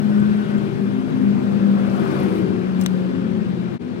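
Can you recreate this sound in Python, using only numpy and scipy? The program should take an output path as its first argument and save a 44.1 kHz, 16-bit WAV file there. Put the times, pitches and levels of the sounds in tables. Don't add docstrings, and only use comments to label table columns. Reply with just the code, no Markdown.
import sys
import numpy as np
from scipy import signal
from scipy.fft import rfft, irfft
from scipy.io import wavfile
from scipy.ndimage import uniform_filter1d

SR = 44100
rng = np.random.default_rng(int(sys.argv[2]) if len(sys.argv) > 2 else 0)


def generate_wav(signal):
    frames = np.transpose(np.atleast_2d(signal))
    scaled = np.clip(frames, -1, 1) * 32767
    pcm = np.round(scaled).astype(np.int16)
    wavfile.write(sys.argv[1], SR, pcm)


N = 176400
T = np.arange(N) / SR

# (f/Hz, likeness, clipped to 0-1 in use)
LIKENESS = [(30, -4.5), (90, -1.4), (250, 0.25), (450, 0.18), (680, 0.05), (900, 0.73), (1350, 0.65),
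            (1650, 0.2), (2400, 0.9), (3400, 0.16), (7000, 0.17), (15000, 0.5)]
# (f/Hz, lead/rad)
LEFT_LEAD = [(30, 1.2), (90, 2.5), (200, 1.18), (600, 1.37), (850, 4.07), (1400, 3.52), (2400, 4.82),
             (3300, 3.6), (4700, 2.2), (7500, 6.4), (15000, 0.91)]
# (f/Hz, level/dB)
BALANCE = [(60, 2.3), (99, 5.4), (160, 6.45), (270, 7.5), (450, 4.9), (740, 7.3), (1220, 7.5), (2010, 6.6),
           (3330, 8.9), (5500, 10.2), (9080, 14.5), (15000, 5.3)]
# (f/Hz, relative level/dB)
ROAR_COLOUR = [(20, -45), (40, -43.5), (65, -31), (85, -11.5), (120, -6.5), (160, -3.5), (200, 4),
               (250, -3.5), (283, -13), (315, -3.5), (390, -5), (470, -13.5), (550, -19), (680, -28),
               (1000, -44), (2000, -73)]
HISS_COLOUR = [(100, -11), (450, 2.5), (650, 2.5), (950, 1), (1450, 0), (1750, -3.5), (2500, -7),
               (3500, -12), (5000, -19.5), (7000, -28.5), (9500, -33), (12500, -39.5), (15500, -41)]
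TYRE_COLOUR = [(200, -16.5), (500, 2.5), (720, 3), (850, -1.5), (1050, 0), (1500, 0.5), (1800, -13.5),
               (2450, -12.5), (3200, -18), (6000, -31.5), (15000, -51.5)]
RUB_COLOUR = [(1500, -14.5), (4000, 4.5), (6000, 2.5), (7000, -3), (9000, 4), (10300, 2.5), (10950, 1.5),
              (11600, 2.5), (14000, -0.5), (15400, -0.5), (16000, -9)]
# (t/s, level/dB)
ROAR_LEVEL = [(0, -30), (.8, -32.5), (1.4, -29), (1.85, -30), (2.25, -28.5), (2.5, -29), (2.7, -31),
              (3.2, -31), (3.7, -32), (4, -30)]
HISS_LEVEL = [(0, -44.5), (.25, -43.5), (.5, -43), (.89, -46), (1.3, -44.5), (1.8, -44.5), (2.2, -40),
              (2.58, -44.5), (3.0, -44.5), (3.7, -46.5), (4, -43)]
RUB_LEVEL = [(0, -66.5), (1.3, -71.5), (1.85, -68), (1.95, -62), (2.22, -62), (2.38, -60.5), (2.47, -72),
             (2.78, -72), (2.825, -54), (2.85, -66), (3.05, -72), (3.15, -80), (4, -92)]
# (middle t/s, length/s, f/Hz, glide/(Hz/s), level/dB, flutter depth)
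HUMS = [(0.491, 2, 122, -3.5, -35.5, .6), (0.394, 1.7, 151, 0.5, -36.5, 0.54),
        (.72, 0.66, 386.4, -5.5, -37.5, 0.56), (0.299, .75, 1498, -59, -44.5, 2.3),
        (1.244, 0.609, 429.5, -10, -44, 0.67), (1.44, .4, 120, 1, -32, 0.48),
        (1.697, 0.73, 506.8, -11, -42.5, 0.86), (2.0, 1.3, 555.5, -9.5, -43, 0.88),
        (2.07, 0.46, 142.3, 0, -33.5, 0.32), (2.205, .8, 317.3, -16, -33, 0.86),
        (2.265, 0.509, 489.6, -9, -39, 0.21), (2.277, 1.0, 379.9, -21.5, -33, 0.59),
        (2.434, 0.46, 353.5, -0.5, -34.5, 0.65), (2.48, 0.35, 422.6, 0, -34.5, .3),
        (3.21, 0.701, 369.8, 5.5, -38.5, .5), (3.102, 1.0, 533.3, -22, -45, 0.67),
        (3.42, .9, 213.9, -16, -31.5, 0.22)]
# (t/s, f/Hz, level/dB)
WAVERING_ENGINE = [(0, 244, -58), (.7, 247, -41.5), (1.05, 261, -26), (1.3, 255, -26.5), (1.55, 248, -35.5),
                   (2.4, 246, -37), (2.95, 253, -37), (3.19, 265, -31), (3.35, 250, -43), (3.75, 240, -41),
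                   (3.88, 246, -28.5), (4, 248, -34)]
PASSING_ENGINE = [(0, 209.9, -27.5), (.15, 207.3, -20.5), (.39, 207.9, -21.5), (.46, 206.8, -30.5),
                  (.55, 205.3, -22), (.72, 201, -34.5), (.87, 200, -24.5), (1.1, 204, -34),
                  (1.28, 203, -18.5), (1.41, 200.9, -29), (1.7, 198.9, -17.5), (1.92, 197, -28),
                  (2.2, 196, -27.5), (2.35, 191.3, -26), (2.6, 186, -30.5), (2.76, 186.2, -22),
                  (3.35, 183, -32), (3.6, 180.5, -29.5), (3.8, 178.6, -40), (4, 177, -35.5)]
# (multiple of its pitch, level/dB)
ENGINE_PARTIALS = [(0.444, -54.5), (.585, -42), (.72, -39.5), (1.165, -39.5), (1.53, -49), (1.97, -46.5),
                   (2.87, -53)]
# (t/s, level/dB, f/Hz, decay/s)
TICKS = [(0.199, -45, 7700, 0.002), (.3711, -52, 8740, 0.0018), (0.5805, -45, 7600, 0.0015),
         (1.0964, -58, 13400, 0.0025), (1.8996, -44, 5685, .002), (2.1979, -50, 11200, .008),
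         (2.2333, -50, 11100, 0.0044), (2.818, -47, 5770, .007), (2.8368, -42.5, 8200, 0.0056),
         (3.617, -62.5, 13500, .002), (3.7399, -62, 13460, .003)]
# (f/Hz, level/dB, t60/s)
DRIVER_MODES = [(810, -4, .012), (1209, -6, 0.011), (1650, -3, 0.014), (3060, -3.5, 0.021),
                (4020, -5, 0.029), (5350, -9, .014), (5930, -7.5, 0.024), (7440, -3.5, 0.0078),
                (7860, -14, 0.018), (9300, -15, .01), (10870, -26, 0.0099), (13000, -19, 0.0098),
                (13900, -16, 0.014), (14400, -9, 0.012)]
# (t/s, level/dB, tilt about 7 kHz/(dB/octave), ring length factor)
CLICKS = [(2.8125, -33, 5, 1.4), (2.8616, -23, -1.5, 0.78)]
# (t/s, level/dB)
MASTER_LEVEL = [(3.755, 3), (3.779, -7), (3.786, -26), (3.793, -14), (3.803, -5.5), (3.82, 0), (3.85, -1)]

PATCH_DB, FLICKER_DB = 1.25, 0.24
NEAREST_S, NEAREST_DB, APPROACH_S, RECEDE_S = 2.17, -39.5, 0.3, 0.1
FLUTTER_HZ, FLUTTER_KNEE_HZ = 9, 300
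PASSING_FLUTTER, PARTIAL_FLUTTER, WAVERING_FLUTTER = 0.15, 0.62, 0.39
GRAINS_PER_S, GRAIN_SPREAD_DB, GRAIN_DECAY_S = 3200, 2.5, 0.002
TICK_WIDTH_HZ, TICK_BROADBAND_DB = 900, -13
CRACK_DB, CRACK_DECAY_S, CHATTER_WIDTH_HZ = -4, 0.00065, 450
ECHO_S, ECHO_DB, DRIVER_PAN_DB = 0.0038, -19, 4
HIGH_CUT_HZ = 16300


def amp(db):
    return 10 ** (np.asarray(db) / 20)


def unit(x):
    return x / np.sqrt(np.mean(abs(x) ** 2) + 1e-20)


def over_time(rows, column=1):
    rows = np.asarray(rows, float)
    return np.interp(T, rows[:, 0], rows[:, column])


def over_hz(rows, hz):
    f, value = np.transpose(rows)
    return np.interp(np.log(hz + 1), np.log(f + 1), value)


def add(mix, start_s, sound):
    part = mix[:, round(start_s * SR):][:, :sound.shape[-1]]
    part += sound[..., :part.shape[-1]]


def pan(db):
    return np.array([amp(db / 2), amp(-db / 2)])[:, None]


def wash(colour, size):
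    hop = size // 4
    hz = np.fft.rfftfreq(size, 1 / SR)
    a, b, c, d, patches = rng.standard_normal((5, N // hop + 6, len(hz)))
    patches = unit(uniform_filter1d(uniform_filter1d(patches, size=8, axis=0), size=9, axis=1))
    likeness = np.clip(over_hz(LIKENESS, hz), 0, 1)
    left, unrelated = a + 1j * b, c + 1j * d
    right = (likeness * left + np.sqrt(1 - likeness ** 2) * unrelated) * np.exp(-1j * over_hz(LEFT_LEAD, hz))
    level_db = over_hz(colour, hz) + PATCH_DB * patches + FLICKER_DB * rng.standard_normal((len(a), 1))
    frames = np.array([left, right]) * amp(level_db) * pan(over_hz(BALANCE, hz))
    noise = signal.istft(frames.swapaxes(-1, -2), nperseg=size, noverlap=size - hop)[1][:, :N]
    return noise / np.std(noise.mean(0))


def road_bed():
    roar = wash(ROAR_COLOUR, size=4096) * amp(over_time(ROAR_LEVEL))
    hiss = wash(HISS_COLOUR, size=1024) * amp(over_time(HISS_LEVEL))
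    return roar + hiss


def nearest_tyres():
    along_road = (T - NEAREST_S) / np.where(T < NEAREST_S, APPROACH_S, RECEDE_S)
    return wash(TYRE_COLOUR, size=1024) * amp(NEAREST_DB) / np.sqrt(1 + along_road ** 2)


def flutter(rate_hz):
    noise = rng.standard_normal((2, N // 100))
    hz = np.arange(noise.shape[1] // 2 + 1) * SR / N
    real, imag = irfft(rfft(noise) / (1 + (hz / rate_hz) ** 2))
    return unit(np.interp(T, np.linspace(0, N / SR, len(real)), real + 1j * imag))


def far_tone(hz, db, depth):
    mean_hz = hz.mean()
    drift = flutter(FLUTTER_HZ * max(1, mean_hz / FLUTTER_KNEE_HZ))
    tone = np.exp(2j * np.pi * np.cumsum(hz) / SR) * unit(1 + depth * drift)
    stereo = np.array([tone, tone * np.exp(-1j * over_hz(LEFT_LEAD, mean_hz))]).real
    return np.sqrt(2) * amp(db) * stereo * pan(over_hz(BALANCE, mean_hz))


def traffic_hums():
    out = np.zeros((2, N))
    for middle_s, length_s, hz, glide, db, depth in HUMS:
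        position = np.clip((T - middle_s) / length_s, -.5, .5)
        out += np.cos(np.pi * position) * far_tone(hz + glide * length_s * position, db, depth)
    return out


def wavering_engine():
    return far_tone(over_time(WAVERING_ENGINE), over_time(WAVERING_ENGINE, column=2), WAVERING_FLUTTER)


def passing_engine():
    hz, roar_db = over_time(PASSING_ENGINE), over_time(ROAR_LEVEL)
    out = far_tone(hz, over_time(PASSING_ENGINE, column=2), PASSING_FLUTTER)
    for multiple, db in ENGINE_PARTIALS:
        out += far_tone(hz * multiple, db + roar_db - roar_db.mean(), PARTIAL_FLUTTER)
    return out


def rubbing():
    slips = rng.random(N) < GRAINS_PER_S / SR
    strength = amp(GRAIN_SPREAD_DB * np.minimum(rng.exponential(1, N), 4))
    grains = unit(signal.lfilter([1], [1, -np.exp(-1 / (GRAIN_DECAY_S * SR))], slips * strength))
    return wash(RUB_COLOUR, size=512) * grains * amp(over_time(RUB_LEVEL))


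def tick(db, hz, decay_s):
    t = np.arange(int(.04 * SR)) / SR
    noise = rng.standard_normal((2, len(t)))
    detune = 2 * (np.fft.rfftfreq(len(t), 1 / SR) - hz) / TICK_WIDTH_HZ
    ring = unit(irfft(rfft(noise) / (1 + detune ** 2), len(t)))
    envelope = np.minimum(t / .0005, 1) * np.exp(-t / decay_s)
    return amp(db) * (ring + amp(TICK_BROADBAND_DB) * noise) * envelope


def click(db, tilt_db, ring_factor):
    t = np.arange(int(.06 * SR)) / SR
    hit = amp(CRACK_DB) * rng.standard_normal((2, len(t))) * np.exp(-t / CRACK_DECAY_S)
    for hz, mode_db, t60 in DRIVER_MODES:
        chatter = np.cumsum(rng.standard_normal(len(t))) * np.sqrt(2 * np.pi * CHATTER_WIDTH_HZ / SR)
        phase = 2 * np.pi * (hz * t + rng.random()) + chatter
        mode = np.sin([phase, phase - over_hz(LEFT_LEAD, hz)])
        mode *= pan(over_hz(BALANCE, hz) - DRIVER_PAN_DB)
        decay = np.exp(-np.log(1000) * t / (t60 * ring_factor))
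        hit += amp(mode_db + tilt_db * np.log2(hz / 7000)) * decay * mode
    hit *= np.minimum(t / .0002, 1)
    add(hit, ECHO_S, amp(ECHO_DB) * hit)
    return amp(db) * hit


def socket_driver():
    out = np.zeros((2, N))
    for start_s, *settings in CLICKS:
        add(out, start_s, click(*settings))
    for start_s, *settings in TICKS:
        add(out, start_s, tick(*settings))
    return out * pan(DRIVER_PAN_DB)


def scene():
    traffic = passing_engine() + traffic_hums() + wavering_engine() + nearest_tyres() + road_bed()
    return traffic + rubbing() + socket_driver()


def record(dry):
    high_cut = signal.firwin(511, HIGH_CUT_HZ, window=("kaiser", 9), fs=SR)
    return signal.oaconvolve(dry * amp(over_time(MASTER_LEVEL)), high_cut[None], "same")


dry = scene()
out = record(dry)
generate_wav(out)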